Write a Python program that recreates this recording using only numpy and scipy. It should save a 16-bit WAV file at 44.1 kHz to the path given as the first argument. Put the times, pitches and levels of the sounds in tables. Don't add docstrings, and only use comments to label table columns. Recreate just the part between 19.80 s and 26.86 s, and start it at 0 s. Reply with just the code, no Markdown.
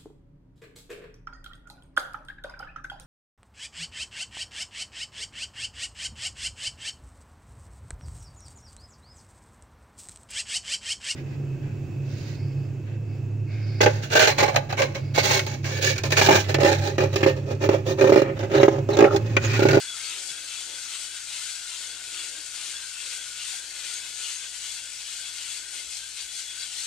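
import sys
import numpy as np
from scipy import signal
from scipy.fft import rfft, irfft, next_fast_len
from scipy.io import wavfile
from scipy.ndimage import uniform_filter1d, map_coordinates

SR = 44100
rng = np.random.default_rng(int(sys.argv[2]) if len(sys.argv) > 2 else 0)


def to_wav(s):
    ch = np.atleast_2d(s).T
    pcm = np.round(np.clip(ch, -1, 1) * 32767)
    wavfile.write(sys.argv[1], SR, pcm.astype(np.int16))


N = 311434

# start and length in seconds, rise of the hiss in dB, share
# of the push at which it is fastest, bite in dB (negative if the hand eases), share at the bite's crest.
PUSH_STROKES = [(0.053, 0.402, 2.5, 0.7, 5.5, 0.78), (0.634, 0.267, 2, 0.69, 3.5, 0.36),
                (1.003, 0.296, 2.5, 0.88, 5.5, 0.36), (1.426, 0.27, 3.5, 0.72, 3.5, 0.35),
                (1.828, 0.285, 1.5, 0.65, 3, 0.36), (2.246, 0.292, 2.5, 0.68, 3.5, 0.39),
                (2.691, 0.302, 2.5, 0.67, 3.5, 0.19), (3.133, 0.288, 4, 0.74, 5, 0.13),
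                (3.514, 0.3, 5, 0.82, 3.5, 0.27), (3.913, 0.324, 3.7, 0.7, 2.8, 0.36),
                (4.309, 0.33, 5, 0.55, 2.5, 0.34), (4.751, 0.285, 4, 0.56, 0.5, 0.23),
                (5.132, 0.319, 3.5, 0.81, 0.5, 0.15), (5.493, 0.356, 4, 0.64, 2, 0.2),
                (6.038, 0.175, 4, 0.74, -4.5, 0.6), (6.47, 0.185, 4.5, 0.66, -2.5, 0.53),
                (6.873, 0.246, 6, 0.6, -1.3, 0.4)]
# start and length in seconds, rise of the hiss in dB, bite in dB.
PULL_STROKES = [(-0.085, 0.15, 1.5, 1), (0.387, 0.186, 3.5, -3), (0.91, 0.28, 0.94, -0.5),
                (1.3, 0.12, 1, 0.5), (1.608, 0.21, 3, -0.7), (2.093, 0.16, -1.5, 4.5),
                (2.51, 0.13, -0.3, 5), (2.9, 0.2, 0.5, 1.5), (3.364, 0.2, 1.2, 2.3), (4.201, 0.16, 1.3, 2),
                (4.574, 0.12, 0.3, 3), (4.698, 0.101, 1.5, 3), (5.387, 0.17, 2, 3), (5.897, 0.15, 3.5, -1),
                (6.326, 0.155, 3, 2.5), (6.725, 0.193, 3.5, 2.5)]
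# frequency in Hz, relative level in dB.
GRIT_SPECTRUM = [(300, -49), (800, -18.5), (1150, -16), (1400, -10.5), (1800, -7), (2600, -2), (3800, -0.9),
                 (5000, -3.5), (6700, -2.5), (8300, 0.4), (9000, -1.5), (9700, -11), (11000, -14),
                 (13800, -31.5)]
# frequency in Hz, bandwidth in Hz, relative level in dB.
STONE_RESONANCES = [(3391, 28, -2.2), (4430, 45, -7), (6415, 60, -1.3), (7118, 55, -2.2), (10083, 22, -14)]


def amp(db):
    return 10 ** (np.asarray(db) / 20)


def unit(x):
    return x / np.sqrt(np.mean(np.atleast_2d(x).mean(0) ** 2) + 1e-20)


def along(points, hz):
    f, values = np.transpose(points)
    return np.interp(np.log(hz + 1), np.log(f + 1), values)


def curve(points):
    return np.interp(np.arange(N) / SR, *np.transpose(points))


def wobble(rate):
    return map_coordinates(rng.standard_normal(int(N * rate / SR) + 4), [np.arange(N) * rate / SR])


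def hump(start, length, crest):
    knots = start + length * np.array([0, np.clip(crest, .1, .9), 1])
    return np.sin(np.pi / 2 * np.interp(np.arange(N) / SR, knots, [0, 1, 0]))


def filtered(x, response):
    size = next_fast_len(N + SR // 2)
    return irfft(rfft(x, size) * response(np.fft.rfftfreq(size, 1 / SR)), size)[..., :N]


def resonance(f, hz, width):
    return 1j * f * width / (hz * hz - f * f + 1j * f * width)


def colour(f, spectrum, modes):
    modal_db = sum(db * abs(resonance(f, hz, width)) ** 2 for hz, width, db in modes)
    return amp(along(spectrum, f) + modal_db)


def ports(pair):
    # frequency in Hz, coherence from 0 to 1.
    coherence = [(60, 0.5), (200, 0.82), (1200, 0.88), (2000, 0.78), (4000, 0.6), (5200, 0.38), (7800, 0.6),
                 (9500, 0.11), (13000, .2)]
    # frequency in Hz, left minus right in dB.
    balance = [(60, 2.5), (2000, 3.5), (3800, 5), (6500, 7.5), (8000, 12), (9000, 18), (9700, 12.5),
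               (11000, 5), (13000, 0)]
    # frequency in Hz, lead of the left in radians.
    phase_lead = [(100, 0.5), (3000, 0.33), (5500, 0.7), (8200, 1), (10200, -2), (13000, -2)]

    def paths(f):
        angle = np.arccos(np.clip(along(coherence, f), -1, 1)) / 2
        lean = amp(along(balance, f) / 2) * np.exp(.5j * along(phase_lead, f))
        mix = np.array([[np.cos(angle) * lean, np.sin(angle) * lean],
                        [np.cos(angle) / lean, -np.sin(angle) / lean]])
        return mix / np.linalg.norm(mix.mean(0), axis=0)
    return filtered(pair, paths).sum(1)


def noise():
    return ports(rng.standard_normal((2, N)))


def contacts(speed, per_second, spread_db):
    chance = np.clip(per_second * speed / SR, 1e-3, 1)
    sizes = amp(spread_db * rng.standard_normal(N)) * (rng.random(N) < chance) / np.sqrt(chance)
    return ports(sizes * rng.standard_normal((2, N)))


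def patchy(x, depth_db, size):
    spectra = signal.stft(x, nperseg=size)[2]
    field = uniform_filter1d(rng.standard_normal(spectra.shape[1:]), size=2, axis=0)
    field = uniform_filter1d(field, size=6, axis=1)
    return signal.istft(spectra * amp(depth_db * field / field.std()), nperseg=size)[1][:, :N]


def strokes(rest_db=-39.5, fade_db_per_s=0.3022, hiss_sharpness=1.5, bite_sharpness=3.2):
    hiss = rest_db - fade_db_per_s * np.arange(N) / SR
    bite, load = np.zeros(N), np.zeros(N)
    for start, length, hiss_db, fastest, bite_db, hardest in PUSH_STROKES:
        hiss += hiss_db * hump(start, length, fastest) ** hiss_sharpness
        bite += bite_db * hump(start, length, hardest) ** bite_sharpness
        load += hump(start, length, crest=0.386) ** 2
    for start, length, hiss_db, bite_db in PULL_STROKES:
        swell = hump(start, length, crest=.5)
        hiss += hiss_db * swell ** hiss_sharpness
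        bite += bite_db * swell ** bite_sharpness
    return hiss, bite, load


def scrape(hiss, bite, gain_db=1.32, rest_bite_db=-1.52, unsteady_db=1.14):
    # frequency in Hz, bandwidth in Hz, lift in dB.
    plate_modes = [(1960, 130, -1), (2124, 55, 5), (2620, 180, 1), (3070, 190, 1.5), (4110, 180, 2.5),
                   (4426, 110, 3), (4630, 140, 3.5), (5640, 120, 2), (6000, 70, 2), (8840, 105, -3.5)]
    # frequency in Hz, dB gained per dB of pressure.
    bite_slope = [(600, -1), (1150, 1.5), (1700, 0.5), (2150, 0.2), (2600, 0.78), (3100, 0.8), (3700, 0.86),
                  (4500, -0.22), (5500, 0), (9000, 0.05)]
    # time in seconds, lightness from 0 to 1.
    lightness = [(5.6, 0), (6.15, 0.5)]
    # frequency in Hz, gain in dB at lightness 1.
    light_colour = [(1000, -2.5), (1900, -3), (2700, 1), (3700, 1.5), (4200, 2), (4650, -1.5), (5200, 0),
                    (9000, 0.5), (11000, 1)]
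    grit = contacts(amp(hiss - hiss.mean()), per_second=26000, spread_db=-0.5)
    grit = patchy(grit, depth_db=2.55, size=1536)
    grit = unit(filtered(grit, lambda f: colour(f, GRIT_SPECTRUM, plate_modes)))
    hz, times, spectra = signal.stft(grit, SR, nperseg=512)
    pressure_db = np.interp(times * SR, np.arange(N), bite + rest_bite_db + unsteady_db * wobble(30))
    light = np.interp(times, *np.transpose(lightness))
    shade_db = np.outer(along(bite_slope, hz), pressure_db) + np.outer(along(light_colour, hz), light)
    grit = signal.istft(spectra * amp(shade_db), nperseg=512)[1][:, :N]
    judder_db = 0.53 * wobble(45)
    return amp(hiss + gain_db + judder_db) * grit


def plate_bend(hiss, load, unloaded_hz=1485, drift_hz_per_s=4, sag_hz=124.65, damp_db=6.5, width_hz=190):
    # time in seconds, base level in dB.
    bend_level = [(0.18, -49), (0.45, -54.5), (0.9, -54.5), (1.3, -54.5), (1.8, -53.5), (2.6, -53),
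                  (3.2, -57), (4.2, -61.5), (4.7, -62), (5.2, -62), (5.9, -57), (6.15, -60), (6.8, -58.5)]
    t = np.arange(N) / SR
    far_end = sum(np.exp(-((t - start - length - 0.01) / .06) ** 2) for start, length, *_ in PUSH_STROKES)
    pulling = sum(hump(start, length, crest=.5) for start, length, *_ in PULL_STROKES)
    pitch_hz = unloaded_hz + drift_hz_per_s * t - sag_hz * load + 29.95 * far_end + 10 * wobble(12)
    level_db = curve(bend_level) - damp_db * load - 1.5 * far_end + 1.5 * pulling
    level_db += 0.23 * (hiss - hiss.mean()) + 1.5 * wobble(8.7) + 2.0 * wobble(70)
    swing = filtered(rng.standard_normal((2, 2, N)), lambda f: 1 / (1 + (2 * f / width_hz) ** 2))
    phase = 2 * np.pi * np.cumsum(pitch_hz) / SR
    note = ports(swing[0] * np.cos(phase) + swing[1] * np.sin(phase))
    notched = filtered(note, lambda f: amp(-5 * abs(resonance(f, hz=1497, width=35)) ** 2))
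    return amp(level_db) * unit(notched)


def stone_ring(hiss, gain_db=-12.0, follow=0.98):
    drive, ringing = noise(), 0
    for hz, width, db in STONE_RESONANCES:
        fits_db = 1.7 * wobble(18)
        mode = unit(filtered(drive, lambda f: resonance(f, hz, width)))
        ringing += amp(db + fits_db) * mode
    return amp(hiss.mean() + follow * (hiss - hiss.mean()) + gain_db) * ringing


def plate_ring(held_hz=1458, width_hz=55, held_gain_db=-1.6, turn_gain_db=-1):
    # time in seconds, relative level in dB.
    held_level = [(0.1, -54), (0.8, -59), (1.4, -59), (2.0, -56), (2.2, -54), (2.45, -52), (2.65, -61.5),
                  (3.0, -60), (3.2, -54.5), (3.7, -52), (3.88, -59), (4.02, -53.5), (4.45, -54),
                  (4.62, -65), (4.78, -55), (5.2, -59.5), (5.98, -55.5), (6.15, -67), (6.8, -59),
                  (7.05, -62)]
    # centre in seconds, frequency in Hz,
    # relative level in dB, half-length in seconds.
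    turn_notes = [(0.072, 1534, -53, .07), (0.22, 1555, -47.5, .04), (0.55, 1583, -49.5, .05),
                  (0.958, 1534, -53, 0.043), (1.39, 1533, -53.5, .07), (1.765, 1604, -52, .04),
                  (2.12, 1510, -55, 0.081), (2.568, 1572, -51, 0.042), (3.02, 1580, -49, .09),
                  (3.355, 1540, -51, 0.11), (3.81, 1597, -50, 0.08), (4.226, 1570, -52, .06),
                  (4.63, 1575, -51.5, 0.045), (5.03, 1553, -53.5, .06), (5.417, 1560, -52.5, 0.056),
                  (5.843, 1560, -52.5, 0.053), (6.24, 1576, -54.5, 0.075), (6.603, 1554, -51, 0.046),
                  (6.808, 1530, -50, 0.044), (7.043, 1526, -49.5, .04)]
    t = np.arange(N) / SR

    def note(hz):
        stray = np.cumsum(rng.standard_normal(N)) * np.sqrt(np.pi * width_hz / SR)
        return np.sqrt(2) * np.sin(2 * np.pi * hz * t + uniform_filter1d(stray, size=256))

    ringing = amp(curve(held_level) + held_gain_db) * note(held_hz)
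    for centre, hz, db, half_length in turn_notes:
        swell = np.exp(-((t - centre) / half_length) ** 2)
        ringing += amp(db + turn_gain_db) * swell * note(hz)
    flutter = unit(amp(2.8 * wobble(60)))
    return ports(np.array([ringing * flutter, np.zeros(N)]))


def sink(bite, gain_db=2, follow=0.19):
    # time in seconds, relative level in dB.
    transmitted = [(0, -66), (0.48, -63.5), (0.78, -68.5), (0.93, -58), (1.02, -68.5), (1.12, -65.5),
                   (1.4, -75), (1.57, -66.5), (1.72, -74), (1.9, -70), (2.01, -65.5), (2.58, -61.5),
                   (2.68, -69), (2.9, -66), (3.12, -74), (3.3, -66), (3.6, -69.5), (3.9, -65), (4.05, -66),
                   (4.32, -65), (4.5, -69), (5.15, -71.5), (5.75, -70), (5.98, -63), (6.15, -70),
                   (6.7, -72), (7.05, -67)]
    # frequency in Hz, relative level in dB.
    basin_spectrum = [(120, -25), (220, -4.5), (300, -2), (700, 1), (1050, -4), (1600, -3), (3000, -41)]
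    # frequency in Hz, bandwidth in Hz, lift in dB.
    basin_modes = [(315, 85, 10.5), (390, 24, 4.5), (480, 30, 8), (554, 58, 7), (746, 81, 4),
                   (902, 23, 11.5), (1066, 32, 6.5)]
    rubbing = patchy(noise(), depth_db=2.5, size=2048)
    murmur = unit(filtered(rubbing, lambda f: colour(f, basin_spectrum, basin_modes)))
    return amp(curve(transmitted) + gain_db + follow * bite) * murmur


def mains_hum(beat_crest_s=.17, waver_db=0.1):
    # frequency in Hz, level in dB.
    hum_partials = [(59.21, -69.5), (118.42, -78), (119.9, -78)]
    t = np.arange(N) / SR - beat_crest_s
    return sum(np.sqrt(2) * amp(db + waver_db * wobble(0.85)) * np.sin(2 * np.pi * hz * t)
               for hz, db in hum_partials)


def room_tone(level_db=-69.5):
    # frequency in Hz, relative level in dB.
    room_spectrum = [(20, -3), (45, -7), (90, -2), (200, -5), (600, -8.5), (4000, -27.5)]
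    return amp(level_db) * unit(filtered(noise(), lambda f: amp(along(room_spectrum, f))))


def brief_tones(flutter_db=2.5):
    # centre in seconds, frequency in Hz, level in dB before flutter, half-length in seconds.
    tone_events = [(0.091, 3391, -38.5, 0.031), (0.132, 3375, -37.5, 0.027), (0.194, 6410, -45, 0.031),
                   (0.29, 3391, -52, .14), (0.503, 3390, -37, 0.023), (0.52, 7060, -49, .04),
                   (0.57, 3365, -46, 0.066), (0.759, 4410, -50, 0.084), (1.732, 4425, -49, 0.055),
                   (0.58, 314, -68, 0.19), (0.633, 6330, -51, 0.082), (0.781, 3410, -45, .06),
                   (0.78, 7120, -47, .04), (0.928, 552, -63, .05), (0.94, 7120, -53, .04),
                   (0.955, 3391, -43.5, 0.046), (1.047, 6500, -51, .05), (1.172, 316, -72, 0.35),
                   (1.367, 7120, -47, .04), (1.733, 3410, -50, 0.045), (1.75, 7120, -47, .05),
                   (1.98, 7120, -49, .04), (1.99, 3370, -53, .04), (2.08, 6410, -44, 0.036),
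                   (2.12, 3391, -47, 0.081), (2.35, 10083, -59, .2), (2.41, 3400, -44, 0.085),
                   (2.578, 7120, -49, .06), (2.591, 308, -59, 0.044), (2.77, 7120, -45, 0.033),
                   (2.848, 10083, -54.5, .26), (2.857, 7120, -47, .04), (2.965, 3391, -43, 0.034),
                   (3.36, 7120, -47, 0.055), (3.415, 3355, -45, 0.054), (3.71, 7120, -46, .04),
                   (3.734, 764, -56, 0.03), (4.165, 6440, -42, .07), (4.25, 3395, -50, 0.12),
                   (4.48, 3390, -55, .08), (4.56, 6460, -43, .085), (4.68, 3390, -51.5, .12),
                   (4.905, 3400, -44, 0.054), (5.298, 3350, -47, 0.047), (5.462, 3380, -46.5, 0.1),
                   (5.47, 7040, -50, .04), (5.713, 3382, -43, 0.035), (5.888, 3391, -49, .04),
                   (6.253, 3370, -47, 0.026), (6.56, 3391, -50, .07), (6.581, 6400, -47, .04),
                   (6.7, 3376, -44, 0.1), (6.77, 7120, -53, .08), (6.818, 4620, -44, .05),
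                   (6.825, 3410, -45, 0.055), (7.0, 4150, -46, 0.056), (7.03, 4570, -46, .04),
                   (7.031, 6400, -46, .07)]
    tones = np.zeros(N)
    waver = .35 * wobble(40)
    flutter = amp(flutter_db * wobble(150))
    for centre, hz, db, half_length in tone_events:
        first = max(0, int((centre - half_length) * SR))
        span = np.arange(first, min(N, int((centre + half_length) * SR)))
        offset = span / SR - centre
        swell = np.cos(np.pi / 2 * offset / half_length) ** 2
        tones[span] += np.sqrt(2) * amp(db) * swell * np.sin(2 * np.pi * hz * offset + waver[span])
    return ports(np.array([tones * flutter, np.zeros(N)]))


def grabs():
    # centre in seconds, frequency in Hz, bandwidth of each filter pass in Hz,
    # level in dB, half-length in seconds.
    grab_events = [(0.22, 2160, 200, -48, .05), (0.258, 4420, 400, -41.5, .035),
                   (0.3, 2610, 220, -44.5, 0.042), (0.743, 2620, 240, -49, 0.055),
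                   (1.558, 2680, 260, -47, 0.041), (2.804, 2750, 260, -52, .05),
                   (3.2, 2680, 240, -45.5, .04), (3.61, 2870, 300, -43, .035),
                   (4.058, 3000, 260, -47.5, .05), (4.463, 2900, 300, -42, .06),
                   (4.85, 2940, 260, -45, 0.042), (5.273, 2980, 260, -47.5, .05),
                   (5.636, 2960, 260, -47, 0.054), (5.99, 2130, 220, -48, .04),
                   (6.155, 4200, 110, -46, .025), (6.41, 4630, 130, -45, .03),
                   (6.59, 4550, 200, -48, 0.034), (6.815, 4580, 120, -45, 0.038),
                   (6.83, 3950, 300, -43.5, .03), (6.915, 2890, 450, -50, .1)]
    t, squeaks = np.arange(N) / SR, 0
    grains = contacts(np.ones(N), per_second=6000, spread_db=1)
    for centre, hz, width, db, half_length in grab_events:
        b, a = signal.iirpeak(hz, hz / width, fs=SR)
        squeak = unit(signal.lfilter(b, a, signal.lfilter(b, a, grains)))
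        squeaks += amp(db) * np.exp(-((t - centre) / half_length) ** 2) * squeak
    return squeaks


def snags(decay_s=0.0032, gain_db=-7, ring_gain=3):
    # start in seconds, relative peak level in dB.
    grain_cracks = [(0.4336, -28), (0.503, -18), (0.516, -19.5), (1.727, -29), (1.7538, -24), (4.4374, -29),
                    (4.4994, -31), (4.743, -30)]
    t, envelope = np.arange(N) / SR, np.zeros(N)
    for start, db in grain_cracks:
        envelope += amp(db + gain_db) * (t >= start) * np.exp(-abs(t - start) / decay_s)

    def response(f):
        modes = sum(amp(db) * resonance(f, hz, width) for hz, width, db in STONE_RESONANCES)
        return amp(along(GRIT_SPECTRUM, f)) * (1 + ring_gain * modes)
    return filtered(envelope * noise(), response)


def bumps(rise_s=0.012, gain_db=-3):
    # time of the peak in seconds, relative level in dB, frequency in Hz.
    dull_bumps = [(0.513, -55, 152), (3.289, -59, 83.4), (4.209, -71, 63.45), (4.929, -64, 72.3),
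                  (5.259, -56, 64.1), (5.68, -59, 72.6), (6.079, -56, 66), (6.449, -59, 68)]
    t, thuds = np.arange(N) / SR, np.zeros(N)
    for peak, db, hz in dull_bumps:
        age = np.maximum(t - peak + rise_s, 0)
        envelope = age / rise_s * np.exp(1 - age / rise_s)
        thuds += amp(db + gain_db) * envelope * np.sin(2 * np.pi * hz * age)
    return thuds


def scene():
    hiss, bite, load = strokes()
    room = room_tone()
    bass = (bumps() + mains_hum()) * amp([[1.2], [-1.2]])
    rubbing = scrape(hiss, bite) + grabs() + plate_bend(hiss, load) + stone_ring(hiss)
    return rubbing + plate_ring() + brief_tones() + snags() + sink(bite) + bass + room


def record(dry):
    cutoff_hz = 14169
    return filtered(dry, lambda f: f < cutoff_hz)


dry = scene()
out = record(dry)
to_wav(out)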